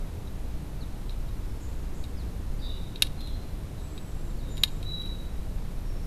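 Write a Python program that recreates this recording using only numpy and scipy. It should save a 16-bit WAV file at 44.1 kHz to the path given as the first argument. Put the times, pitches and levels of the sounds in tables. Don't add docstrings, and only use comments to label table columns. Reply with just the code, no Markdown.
import sys
import numpy as np
from scipy import signal
from scipy.fft import rfft, irfft
from scipy.io import wavfile

SR = 44100
rng = np.random.default_rng(int(sys.argv[2]) if len(sys.argv) > 2 else 0)


def transcribe(u):
    v = np.clip(np.atleast_2d(u).T, -1, 1)
    q = np.round(v * 32767).astype(np.int16)
    wavfile.write(sys.argv[1], SR, q)


N = 267642


def amp(db):
    return 10 ** (np.asarray(db) / 20)


def unit(x):
    return x / np.sqrt(np.mean(abs(x) ** 2) + 1e-20)


def read(points, hz):
    f, value = np.transpose(points)
    return np.interp(np.log(hz + 1), np.log(f + 1), value)


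def add(mix, s, sound):
    part = mix[round(s * SR):][:len(sound)]
    part += sound[:len(part)]


def noise(spectrum, size):
    hz = np.fft.rfftfreq(size, 1 / SR)
    white = rfft(rng.standard_normal(size))
    return unit(irfft(white * amp(read(spectrum, hz)), size))


def drift(rate_hz, size):
    hz = np.fft.rfftfreq(N, 1 / SR)
    white = rfft(rng.standard_normal(N))
    return unit(irfft(white * np.exp(-(hz / rate_hz) ** 2), N))[:size]


def delayed(x, seconds):
    size = 2 * len(x)
    hz = np.fft.rfftfreq(size, 1 / SR)
    return irfft(rfft(x, size) * np.exp(-2j * np.pi * hz * seconds))[:len(x)]


# (frequency [Hz], relative density [dB per Hz])
AIR = [(3, -1), (14, 0), (45, -4), (90, -9), (160, -15.5), (290, -21.5), (750, -32), (1600, -39.5),
       (3200, -44.5), (3900, -43.5), (4700, -47), (7500, -49), (10000, -49.5), (13800, -49.5)]
# (multiple of HUM_HZ, rms level [dB])
HUM = [(1, -37.5), (2, -43.5), (3, -53), (5, -53.5), (6, -57), (10, -62.5)]
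HUM_HZ = 29.64


def background(air_db=-34, waver_hz=2, waver_depth=1.0):
    t = np.arange(N) / SR
    out = amp(air_db) * noise(AIR, N)
    for multiple, db in HUM:
        sway = 1 + waver_depth * (drift(waver_hz, N) + 1j * drift(waver_hz, N))
        tone = np.exp(2j * np.pi * (round(multiple) * HUM_HZ * t + rng.random()))
        out += amp(db) * unit((sway * tone).real)
    return out


# (frequency [Hz], t60 [s])
GARDEN = [(500, 2), (4000, 0.89), (8000, 0.8), (14000, 0.73)]


def garden(x, build_s=0.0044):
    hz, t, bands = signal.stft(rng.standard_normal(SR), SR, nperseg=256)
    decay = amp(-60 * t / read(GARDEN, hz)[:, None])
    build = 1 - np.exp(-t / build_s)
    tail = signal.istft(bands * decay * build, SR, nperseg=256)[1]
    return signal.fftconvolve(x, tail / np.linalg.norm(tail))[:N]


def whistles(notes, trill_hz=105, trill_spread=.35, waver=0.0033):
    out, unsteady, wander = np.zeros(N), drift(121.2, N), drift(40.0, N)
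    trill_rate = trill_hz * (1 + trill_spread * unsteady)
    trill = np.sin(2 * np.pi * np.cumsum(trill_rate) / SR)
    for s, length, start_hz, end_hz, db, depth_hz in notes:
        at = np.arange(round(s * SR), min(round((s + length) * SR), N))
        glide = np.geomspace(start_hz, end_hz, len(at))
        hz = glide * (1 + waver * wander[at]) + depth_hz * trill[at]
        tone = np.sin(2 * np.pi * np.cumsum(hz) / SR)
        add(out, s, amp(db) * unit(tone * signal.windows.tukey(len(at), .5)))
    return out


# (time [s], length [s], starting pitch [Hz], level before the mix [dB])
WHISTLES = [(1.372, .22, 5360, -64), (2.2, .09, 5410, -62), (3.165, 0.1, 4130, -43.5),
            (3.77, 0.2, 7810, -56.5), (3.94, .11, 7930, -54.5), (4.073, 0.23, 7550, -59),
            (4.475, 0.18, 7110, -50.5), (4.665, .09, 7720, -57), (4.835, .18, 3932, -32),
            (5.81, .25, 5520, -60)]
# (time [s], length [s], pitch [Hz], level before the mix [dB], trill depth [share of the pitch])
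BUZZES = [(1.6, .05, 7150, -49.5, .08), (1.935, 0.048, 7150, -51.5, .1), (2.58, 0.098, 4640, -49.5, 0.057),
          (2.6, 0.14, 3760, -40, 0.047), (2.67, 0.072, 2900, -55, 0.034), (3.18, 0.16, 3704, -49, .12),
          (3.765, 0.051, 3870, -53.5, 0.046), (4.41, 0.11, 3780, -49.5, 0.034)]
SAG_OCTAVES_PER_S = 0.1205
QUIVER_HZ = 40


def far_song():
    notes = []
    for s, length, hz, db in WHISTLES:
        end_hz = hz * 2 ** (-SAG_OCTAVES_PER_S * length)
        notes.append((s, length, hz, end_hz, db, QUIVER_HZ))
    for s, length, hz, db, depth in BUZZES:
        notes.append((s, length, hz, hz, db, depth * hz))
    return whistles(notes)


# (time [s], top pitch [Hz], level before the mix [dB])
CHIRPS = [(.803, 4620, -51.5), (2.161, 5550, -55.5), (4.38, 4700, -57.5)]
CHIRP_OCTAVES_PER_S, CHIRP_END_HZ = 8.5, 3540


def near_chirps(trill_depth_hz=140):
    notes = []
    for s, top_hz, db in CHIRPS:
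        length = np.log2(top_hz / CHIRP_END_HZ) / CHIRP_OCTAVES_PER_S
        notes.append((s, length, top_hz, CHIRP_END_HZ, db, trill_depth_hz))
    return whistles(notes)


# (frequency [Hz], level within the ring [dB], t60 [s])
DISH = [(900, -40, 0.042), (1210, -29, 0.017), (1740, -40, 0.079), (1850, -50, 0.02), (2120, -43, 0.078),
        (2403, -19.5, 0.032), (2815, -10, 0.0084), (3000, -17, 0.0076), (3774, -15.5, 0.028),
        (4240, -22, 0.035), (4580, -37, 0.01), (5200, -23.5, 0.013), (5580, -23, 0.014), (6570, -28, 0.016),
        (7370, -28, 0.031), (9640, -32.5, 0.022), (11180, -38, 0.018)]
# (frequency [Hz], relative density [dB per Hz])
CRACK = [(300, -17), (900, -21), (1600, -8.5), (2600, 0.5), (4000, 3.5), (6000, -7.5), (8300, -8.5),
         (10500, -3), (12000, -1.5), (13800, -27)]


def blow(bright_db, knock_hz, slack, seat_s=0.001266, touch_db=-11, tick_db=-17, tick_s=0.0015,
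         crack_db=-21, crack_t60=0.038, ring_db=-3, knock_db=-7.0, knock_s=0.00032,
         wall_s=.00184, wall_db=-5, tilt=0.97):
    t = np.arange(4096) / SR
    ring = np.zeros(len(t))
    for k, (hz, db, t60) in enumerate(DISH):
        hardness_db = tilt * bright_db * max(np.log2(hz / knock_hz), 0)
        envelope = amp(db + hardness_db - 60 * t / t60)
        ring += (-1) ** k * envelope * np.sin(2 * np.pi * hz * t)
    age = t / (knock_s * slack)
    knock = age * np.exp(1 - age) * np.sin(2 * np.pi * knock_hz * t)
    body = amp(ring_db) * ring + amp(knock_db) * knock
    tick_envelope = (t / tick_s) * np.exp(2 - 2 * t / tick_s)
    tick = amp(tick_db + bright_db) * noise(CRACK, len(t)) * tick_envelope
    crack = amp(crack_db + bright_db - 60 * t / crack_t60) * noise(CRACK, len(t))
    seated = body + amp(wall_db) * delayed(body, wall_s) + crack
    return tick + amp(touch_db) * body + delayed(seated, seat_s)


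def rattle(length, count=30):
    when, size = rng.random(count), rng.standard_normal(count)
    train = np.zeros(SR // 4)
    at = np.clip((.004 + when * length) * SR, 0, len(train) - 1).astype(int)
    np.add.at(train, at, size * np.exp(-when))
    return train / np.linalg.norm(train)


# (time [s], force [dB], brightness [dB])
PECKS = [(0.2715, -41, -4), (1.094, -32.5, -2), (1.1215, -43, -10), (1.287, -45, -4), (2.039, -32, -1),
         (2.9574, -24.5, -12), (3.0215, -0.5, 1.5), (3.069, -33.5, -9), (3.206, -41, 9), (3.2726, -32.5, 1),
         (3.977, -30.5, -6), (4.3015, -45.5, -6), (4.57, -33.5, 4), (4.5776, -26.5, -3), (4.635, 1, -3),
         (4.8276, -31.5, 0.5), (5.016, -46, 10), (5.058, -40.5, 5)]
KNOCK_HZ = 3810
RATTLE_DB, RATTLE_S = -22.5, 0.055
RATTLE_SHORTENING, RATTLE_EXPOSURE = .44, 0.5


def pigeon(softening=0.093):
    out = np.zeros(N)
    for s, force_db, bright_db in PECKS:
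        slack = amp(-softening * force_db)
        hit = amp(force_db) * blow(bright_db, KNOCK_HZ, slack)
        landing_s = RATTLE_S * amp(RATTLE_SHORTENING * force_db)
        seeds = amp(RATTLE_DB - RATTLE_EXPOSURE * force_db) * rattle(landing_s)
        add(out, s, hit)
        add(out, s + 0.001066, signal.fftconvolve(hit, seeds))
    return out


def scene():
    pecks, chirps, song = pigeon(), near_chirps(), far_song()
    direct = pecks + amp(-4.0) * chirps + amp(-12.0) * song
    scattered = amp(-32) * pecks + amp(-13) * chirps + amp(-9.0) * song
    return (direct + garden(scattered) + background())[None]


def record(dry, edge_hz=13870):
    low_pass = signal.firwin(511, edge_hz, window=("kaiser", 9), fs=SR)
    return signal.oaconvolve(dry, low_pass[None], "same")


dry = scene()
out = record(dry)
transcribe(out)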